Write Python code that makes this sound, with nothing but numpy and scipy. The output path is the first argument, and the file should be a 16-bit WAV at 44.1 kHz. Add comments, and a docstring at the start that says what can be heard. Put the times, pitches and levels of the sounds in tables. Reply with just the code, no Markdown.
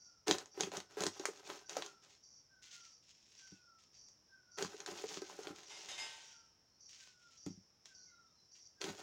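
"""Outdoors, close by, hands pack peaches into a box lined with newspaper.
Creases buckle and snap, the sheet crinkles and rubs; fruit knocks, sets the box ringing and rolls
in stick-slip runs. An edge of thin metal is scraped and rings on. Further off, over quiet air,
a cicada's clicks swell in pulses, one bird repeats a falling whistle and a smaller one chirps."""
import sys
import numpy as np
from scipy import signal
from scipy.fft import rfft, irfft
from scipy.io import wavfile

SR = 44100
rng = np.random.default_rng(int(sys.argv[2]) if len(sys.argv) > 2 else 0)


def store_wav(level_fs):
    """Save 16-bit WAV to argv[1]."""
    pcm = np.round(np.clip(np.atleast_2d(level_fs), -1, 1) * 32767)
    wavfile.write(sys.argv[1], SR, pcm.T.astype(np.int16))


N = 397782
T = np.arange(N) / SR

# spectrum of snapping paper: (frequency [Hz], level [dB])
SNAP_SPECTRUM = [(50, -34), (200, -15.5), (600, 8), (1500, 2), (2800, -4), (4000, -1.5), (5200, -5),
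                 (6700, -1), (8000, -11.5), (10000, -17), (13500, -37.5), (15000, -15), (16000, -33.5)]
# resonances of fruit and fingers rubbing in the pile: (frequency [Hz], width [Hz], level [dB])
SKIN_MODES = [(192, 13, -8), (344, 11, 3.5), (411, 56, 6), (572, 50, 2.5), (750, 150, 1.5),
              (950, 820, -15.5), (1240, 130, -5), (1470, 78, -10.5)]
# a hand slides fruit on the paper and rolls it on the pile:
# (time [s], length [s], paper level [dB], fruit level [dB])
HAND_PUSHES = [(0.264, 0.031, -43.5, -36), (.335, 0.019, -61, -46.5), (0.536, .04, -69, -62),
               (0.587, 0.059, -55, -49), (0.717, 0.037, -56.5, -49), (0.889, 0.11, -66.5, -63.5),
               (0.97, 0.076, -52.5, -45), (1.121, 0.28, -62, -59), (1.438, 0.13, -57, -53.5),
               (1.685, 0.18, -56, -53), (2.015, 0.13, -66.5, -74.5), (4.57, 0.068, -51.5, -48),
               (4.686, 0.12, -62, -57.5), (4.857, 0.081, -54.5, -50), (4.963, 0.076, -52, -58.5),
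               (5.075, 0.075, -50, -54.5), (5.23, 0.2, -57.5, -59.5), (5.431, 0.063, -62.5, -51),
               (5.542, 0.19, -63, -62.5), (5.763, 0.29, -58.5, -61.5), (6.07, 0.23, -62, -75),
               (8.803, .1, -51.5, -49), (8.965, 0.054, -58, -56)]


def undb(db):
    """Decibels to gain."""
    return 10 ** (np.asarray(db) / 20)


def unit(x):
    """Scale to rms 1."""
    return x / np.sqrt(np.mean(x ** 2))


def peak(x, db):
    """Scale to a peak level."""
    return undb(db) * x / np.abs(x).max()


def add(out, s, sound):
    """Mix a sound in at time s."""
    i = max(int(s * SR), 0)
    out[i:i + len(sound)] += sound[:max(N - i, 0)]


def high_pass(x, hz):
    """Roll off the bass below hz."""
    return signal.sosfilt(signal.butter(3, hz, "high", fs=SR, output="sos"), x)


def ring(x, hz, width_hz):
    """One resonance, gain 1 at its centre."""
    return signal.lfilter(*signal.iirpeak(hz, hz / min(width_hz, SR / 4), SR), x)


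def resonate(x, modes):
    """A set of resonances driven together."""
    return sum(undb(db) * ring(x, hz, width) for hz, width, db in modes)


def colour(x, spectrum, size=2048):
    """Minimum-phase EQ with the given spectrum and unit energy."""
    hz, db = np.transpose(spectrum)
    grid = np.maximum(np.fft.rfftfreq(size, 1 / SR), 1)
    gain = undb(np.interp(np.log(grid), np.log(hz), db))
    cepstrum = irfft(np.log(gain))
    cepstrum[1:size // 2] *= 2
    cepstrum[size // 2 + 1:] = 0
    response = irfft(np.exp(rfft(cepstrum)))
    return signal.fftconvolve(x, response / np.linalg.norm(response))[:len(x)]


def drift(rate):
    """Random modulation gliding through `rate` values a second; rms 1."""
    knots = rng.standard_normal(int(T[-1] * rate) + 2)
    return unit(np.interp(T * rate, np.arange(len(knots)), knots))


def grains(rate, spread_db):
    """Random tiny impulses, about `rate` a second, a few larger than the rest; rms 1."""
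    size = undb(spread_db * np.minimum(rng.exponential(size=N), 4))
    return unit((rng.random(N) < rate / SR) * size * rng.choice([-1, 1], N))


def reverb(x, t60, wet_db):
    """Direct sound plus a diffuse tail."""
    t = T[:SR]
    tail = rng.standard_normal(SR) * undb(-60 * t / t60) * (t > .001)
    return x + undb(wet_db) * signal.fftconvolve(x, tail / np.linalg.norm(tail))[:N]


def strokes(rows, attack_s, sag_db_per_s, release_db_per_s):
    """Force of strokes (time [s], length [s], level [dB]): each takes hold, eases off, dies away."""
    power = np.zeros(N)
    for s, length, db in rows:
        t = T[:int((length + .5) * SR)]
        eased_db = db - sag_db_per_s * t - release_db_per_s * np.maximum(t - length, 0)
        add(power, s, (np.minimum(t / attack_s, 1) * undb(eased_db)) ** 2)
    return np.sqrt(power)


def air(level_db=-78.0):
    """A quiet outdoor bed of noise whose level wavers slightly."""
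    # spectrum of the open air: (frequency [Hz], level [dB])
    spectrum = [(20, -19), (60, -1.5), (110, 0.5), (300, -5.5), (1000, -11.5), (3000, -17.5), (6500, -20),
                (8500, -35), (10800, -28.5), (13000, -35.5), (16000, -26.5)]
    return undb(level_db + .5 * drift(3.5)) * colour(rng.standard_normal(N), spectrum)


def small_bird(gain_db=-2):
    """Short faint glides from the trees."""
    # chirps: (time [s], length [s], start pitch [Hz], end pitch [Hz], level [dB])
    chirps = [(3.489, 0.15, 2840, 2380, -77.5), (6.658, 0.15, 4150, 4470, -84.5),
              (7.966, 0.079, 4200, 4360, -69), (8.066, 0.05, 2194, 2000, -71),
              (8.08, .13, 4000, 3770, -78.5), (8.272, 0.044, 3630, 3830, -80),
              (8.342, 0.11, 4270, 3950, -74.5)]
    out = np.zeros(N)
    for s, length, start_hz, end_hz, db in chirps:
        progress = np.linspace(0, 1, int(length * SR))
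        waver = .012 * drift(250)[:len(progress)]
        pitch = (start_hz + (end_hz - start_hz) * progress) * (1 + waver)
        tone = np.sin(2 * np.pi * np.cumsum(pitch) / SR)
        add(out, s, undb(db + gain_db) * np.sin(np.pi * progress) * tone)
    return reverb(out, t60=.4, wet_db=-1.5)


def whistling_bird(first_s=-.205, period_s=.896, gain_db=-8.5):
    """A far, nearly pure falling whistle repeats; it wavers, and echoes from the trees smear it."""
    # contour of one whistle: (time from its start [s], pitch [Hz], level [dB])
    contour = [(0, 1540, -22), (.03, 1590, -2), (.06, 1545, 5), (.13, 1478, 0), (.22, 1455, 0),
               (.32, 1378, 6), (.37, 1345, 1), (.45, 1265, -15)]
    # loudness along the series of whistles: (time [s], level [dB])
    series_levels = [(0, -72.5), (1.6, -65), (5.2, -65), (6.1, -70), (8.7, -63)]
    s, hz, db = np.transpose(contour)
    t, out = T[:SR // 2], np.zeros(N)
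    for start in np.arange(first_s, T[-1], period_s):
        call_db = np.interp(start, *np.transpose(series_levels))
        waver, swell_db = .012 * drift(160)[:len(t)], 1.3 * drift(30)[:len(t)]
        pitch = np.interp(t, s, hz) * (1 + waver)
        envelope = undb(np.interp(t, s, db) + swell_db + call_db + gain_db)
        call = envelope * np.sin(2 * np.pi * np.cumsum(pitch) / SR)
        add(out, start, call[t + start >= 0])
    return reverb(out, t60=.26, wet_db=-1)


def cicada(first_s=-.062, period_s=.5715, rise_s=.013, hold_s=.15, fall_s=.05,
           pulse_db=-63.0, buzz_db=-73):
    """Dense tymbal clicks, blurred by distance, swell in even pulses over a thin unsteady buzz."""
    # spectrum of the clicks: (frequency [Hz], level [dB])
    spectrum = [(3500, -48), (4400, -15), (4750, 1), (5100, -17.5), (5600, 5), (5950, 1), (6300, -7.5),
                (7000, -17), (8500, -51)]
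    since = (T - first_s) % period_s
    swell = np.minimum(since / rise_s, 1) * np.exp(-np.maximum(since - hold_s, 0) / fall_s)
    clicks = colour(grains(5000, .74), spectrum)
    pulses = undb(pulse_db + 1.4 * drift(45)) * swell * clicks
    buzz = unit(ring(ring(rng.standard_normal(N), 5430, 710), 5430, 710))
    return pulses + undb(buzz_db + 1.3 * drift(9)) * buzz


def scraped_metal(scrape_db=-6, ring_db=-2.5, shimmer_t60=.69, shimmer_db=-2):
    """A gritty scrape excites clear modes and a shimmer of countless weak ones, which ring on."""
    # strokes across an edge of thin metal: (time [s], length [s], level [dB])
    scrapes = [(5.695, 0.083, -49.5), (5.882, 0.026, -44.5), (5.976, 0.01, -41), (6.02, 0.29, -49)]
    # spectrum of the scrape: (frequency [Hz], level [dB])
    spectrum = [(150, -18.5), (400, -4), (900, 6), (1400, -2.5), (3000, 9.5), (4300, 3.5), (6800, 3.5),
                (8500, -10.5), (11000, -19), (14000, -40), (16000, -32)]
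    # modes of the metal: (frequency [Hz], level [dB], t60 [s])
    metal_modes = [(899, -6.5, 1.1), (1553, -11, 0.98), (1880, -4.5, 0.86), (2113, 2.5, 0.38),
                   (2614, -0.5, 0.33), (2815, -6.5, 0.92), (3070, -5, .8), (3200, -14, 0.55),
                   (3656, 1.5, 0.61), (3806, -6, 0.69), (4370, -23, 0.49), (4540, -20, .6), (5076, 4, 0.25),
                   (5895, -21, 0.54), (6270, -11, .4), (6470, 2.5, 0.14), (7080, 0, 0.35), (7600, -4, 0.42),
                   (7700, -15, .45), (8600, -7, 0.47)]
    force = strokes(scrapes, attack_s=.006, sag_db_per_s=59, release_db_per_s=91)
    grit = force * grains(7000, 3.3)
    t = T[:SR]
    ping = sum(undb(db - 60 * t / t60) * np.sin(2 * np.pi * hz * t) for hz, db, t60 in metal_modes)
    # the harder the stroke, the more the edge bites and the modes sing
    bite = grit * np.sqrt(force / force.max())
    singing = signal.fftconvolve(bite, ping / np.linalg.norm(ping))[:N]
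    scrape = reverb(colour(grit, spectrum), shimmer_t60, shimmer_db)
    return undb(scrape_db) * scrape + undb(ring_db) * singing


def fruit_rolling(gain_db=-1):
    """Fruit sticks and slips against its neighbours in quick uneven runs."""
    slips = grains(900, 2.2) * undb(3 * drift(60))
    rolls = [(s, length, db) for s, length, _, db in HAND_PUSHES]
    force = strokes(rolls, attack_s=.02, sag_db_per_s=14.5, release_db_per_s=200)
    return undb(gain_db) * force * unit(high_pass(resonate(slips, SKIN_MODES), 120))


def paper_rustle(crinkle_db=-2, rub_db=-4, tick_db=-15):
    """Small creases crackle in clusters over the hiss of skin sliding on paper; single fibres tick."""
    # spectrum of the rustling sheet: (frequency [Hz], level [dB])
    spectrum = [(50, -33), (250, -18), (700, -14.5), (1400, -3), (2400, 6), (4000, 7), (6700, 9),
                (8000, -4.5), (10000, -22), (13500, -35.5), (15000, -22), (16000, -13.5)]
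    # fingers brush the paper alone: (time [s], length [s], level [dB])
    brushes = [(2.618, 0.034, -59), (2.705, 0.038, -56.5), (2.83, 0.018, -62.5), (3.02, 0.058, -73.5),
               (3.075, 0.034, -67.5), (3.17, 0.13, -73), (3.29, 0.25, -67), (3.78, 0.051, -72.5),
               (3.925, 0.037, -72.5), (6.885, .2, -61), (7.19, 0.096, -73), (7.3, .06, -68.5),
               (7.455, .02, -68.5), (7.85, 0.021, -64.5), (8.545, 0.012, -66.5)]
    crinkle = unit(grains(800, 4.2) * undb(3 * drift(60)))
    rub = rng.standard_normal(N) * undb(2 * drift(90))
    ticks = unit(colour(high_pass(grains(120, 3), 7000), SNAP_SPECTRUM))
    sheet = colour(undb(crinkle_db) * crinkle + undb(rub_db) * rub, spectrum)
    slides = [(s, length, db) for s, length, db, _ in HAND_PUSHES]
    pushed = strokes(slides, attack_s=.015, sag_db_per_s=13.5, release_db_per_s=190)
    brushed = strokes(brushes, attack_s=.0091, sag_db_per_s=14, release_db_per_s=170)
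    return (pushed + brushed) * (sheet + undb(tick_db) * ticks)


def fruit_knocks(base_t60=.036, base_contact_s=.0017, note_db=-1, thump_db=1, scuff_db=-7, scuff_s=.0096):
    """The fruit gives a short round note, its push sets the box ringing, its skin scuffs as it lands."""
    # fruit bumping fruit and box: (time [s], knock level [dB], pitch [Hz], box level [dB])
    bumps = [(.282, -32.5, 480, -44), (.288, -23, 379, -57), (.297, -22.5, 357, -53),
             (.31, -31, 335, -37.5), (.575, -38.5, 385, -62), (.605, -32.5, 445, -48.5),
             (0.632, -38, 397, -43.5), (.671, -38.5, 380, -50), (.719, -41, 620, -58),
             (0.749, -40.5, 710, -57), (0.773, -40.5, 367, -46.5), (.97, -35, 417, -57),
             (1.006, -34.5, 393, -43.5), (1.036, -32, 369, -49), (1.056, -34, 385, -64),
             (1.065, -33.5, 343, -42.5), (1.197, -37, 372, -66), (1.237, -43, 780, -83),
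             (1.285, -34.5, 420, -63), (1.499, -40, 776, -82), (1.767, -26.5, 565, -67),
             (3.521, -51.5, 279, -50.5), (4.583, -39.5, 404, -78), (4.623, -35.5, 437, -49),
             (4.646, -45, 209, -45), (4.742, -45.5, 410, -73), (4.885, -45, 354, -63),
             (4.917, -41.5, 367, -51), (5.039, -33, 432, -57), (5.17, -38.5, 380, -50.5),
             (5.219, -37, 377, -68), (5.298, -42.5, 970, -83), (5.389, -39, 435, -75),
             (5.469, -40.5, 350, -59), (5.502, -41.5, 327, -50.5), (7.464, -33.5, 275, -37.5),
             (7.503, -51, 212, -44), (7.574, -63, 213, -52), (8.841, -36, 374, -48),
             (8.879, -40, 324, -46.5), (8.898, -46.5, 346, -43.5)]
    # modes of the filled box: (frequency [Hz], width [Hz], level [dB])
    box_modes = [(102, 9.1, -11.5), (155, 18, -13.5), (196, 31, -0.5), (230, 59, -11.5), (356, 8.3, -5.5)]
    out, t = np.zeros(N), T[:SR // 3]
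    base_width = np.log(1000) / np.pi / base_t60
    for s, db, hz, box_db in bumps:
        # a deeper knock comes from a softer, longer contact, which scuffs less
        softness = 400 / hz
        push = np.sin(np.pi * np.minimum(t / (base_contact_s * softness), 1)) ** 2
        width = base_width * max(1, softness ** -2)
        note = ring(ring(push, hz, width), hz, 1.08 * hz)
        scuff = resonate(rng.standard_normal(len(t)) * np.exp(-t / scuff_s), SKIN_MODES)
        knock = peak(note, note_db) + peak(scuff, scuff_db) * min(1, softness ** -2)
        # the pile cushions the blow on its way to the box
        cushioned = signal.sosfilt(signal.butter(2, 260, fs=SR, output="sos"), push)
        thump = peak(resonate(cushioned, box_modes), box_db + thump_db)
        add(out, s, undb(db) * knock + thump)
    return high_pass(out, 65)


def paper_snaps(crack_s=.0011, shiver_s=.0088, shiver_db=-17, edge_s=.00025, edge_db=-6, gain_db=-3):
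    """A crease buckles in about a millisecond, with a glassy edge; then the sheet around it shivers."""
    # newspaper creases snapping through: (time [s], level [dB], centre frequency [Hz])
    creases = [(0.2754, -34, 7100), (0.2812, -17.5, 5900), (0.3112, -11.5, 4160), (0.384, -24.5, 6700),
               (0.4584, -41, 6550), (0.608, -16.5, 5880), (0.6329, -31, 3380), (0.635, -24, 3040),
               (0.7177, -34, 3330), (0.77, -23, 6400), (0.8024, -30.5, 3220), (1.0066, -25.5, 6700),
               (1.0214, -27.5, 6790), (1.0367, -19, 6660), (1.057, -27, 7300), (1.066, -16, 6240),
               (1.1965, -33, 5000), (1.255, -13, 6500), (1.2624, -43, 6520), (1.476, -36, 5770),
               (1.501, -32.5, 2060), (1.695, -27, 5230), (1.7688, -26, 4970), (1.8227, -27, 2320),
               (1.8624, -33, 6480), (2.7281, -50, 6020), (2.797, -53, 7000), (3.353, -53, 6700),
               (3.417, -56, 6700), (3.475, -48, 6250), (4.0861, -50.5, 6980), (4.5858, -29.5, 2177),
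               (4.625, -21, 6540), (4.6474, -29, 2270), (4.8036, -32.5, 4760), (4.862, -28, 4480),
               (4.9127, -35.5, 6330), (5.1724, -33.5, 2090), (5.219, -37, 5630), (5.4336, -39.5, 6500),
               (5.471, -33, 3470), (5.6327, -40.5, 3680), (5.916, -33.5, 6080), (7.0738, -46, 3040),
               (7.4631, -37, 6100), (7.8568, -40.5, 5830), (8.815, -25, 4360), (8.8415, -25, 5200),
               (8.8894, -35.5, 3100)]
    bodies, edges, t = np.zeros(N), np.zeros(N), T[:SR // 10]
    for s, db, hz in creases:
        crack = np.sign(rng.standard_normal(len(t)))
        shiver = undb(shiver_db) * rng.standard_normal(len(t)) * np.exp(-t / shiver_s)
        snap = crack * np.exp(-t / crack_s) + shiver
        add(bodies, s, undb(db + gain_db) * (.3 * snap + ring(snap, hz, width_hz=3700)))
        add(edges, s, undb(db + gain_db + edge_db) * crack * np.exp(-t / edge_s))
    return colour(bodies + high_pass(edges, 11000), SNAP_SPECTRUM)


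def scene():
    """Mono mix: the close handling echoes briefly inside the box; the outdoors lies behind it."""
    handling = paper_snaps() + fruit_knocks() + paper_rustle() + fruit_rolling()
    in_box = reverb(handling, t60=.15, wet_db=-6)
    return (in_box + scraped_metal() + cicada() + whistling_bird() + small_bird() + air())[None]


def record(dry):
    """A steep low-pass cuts the highest treble."""
    top_hz = 15900
    return signal.sosfilt(signal.ellip(8, .2, 70, top_hz, fs=SR, output="sos"), dry)


dry = scene()
out = record(dry)
store_wav(out)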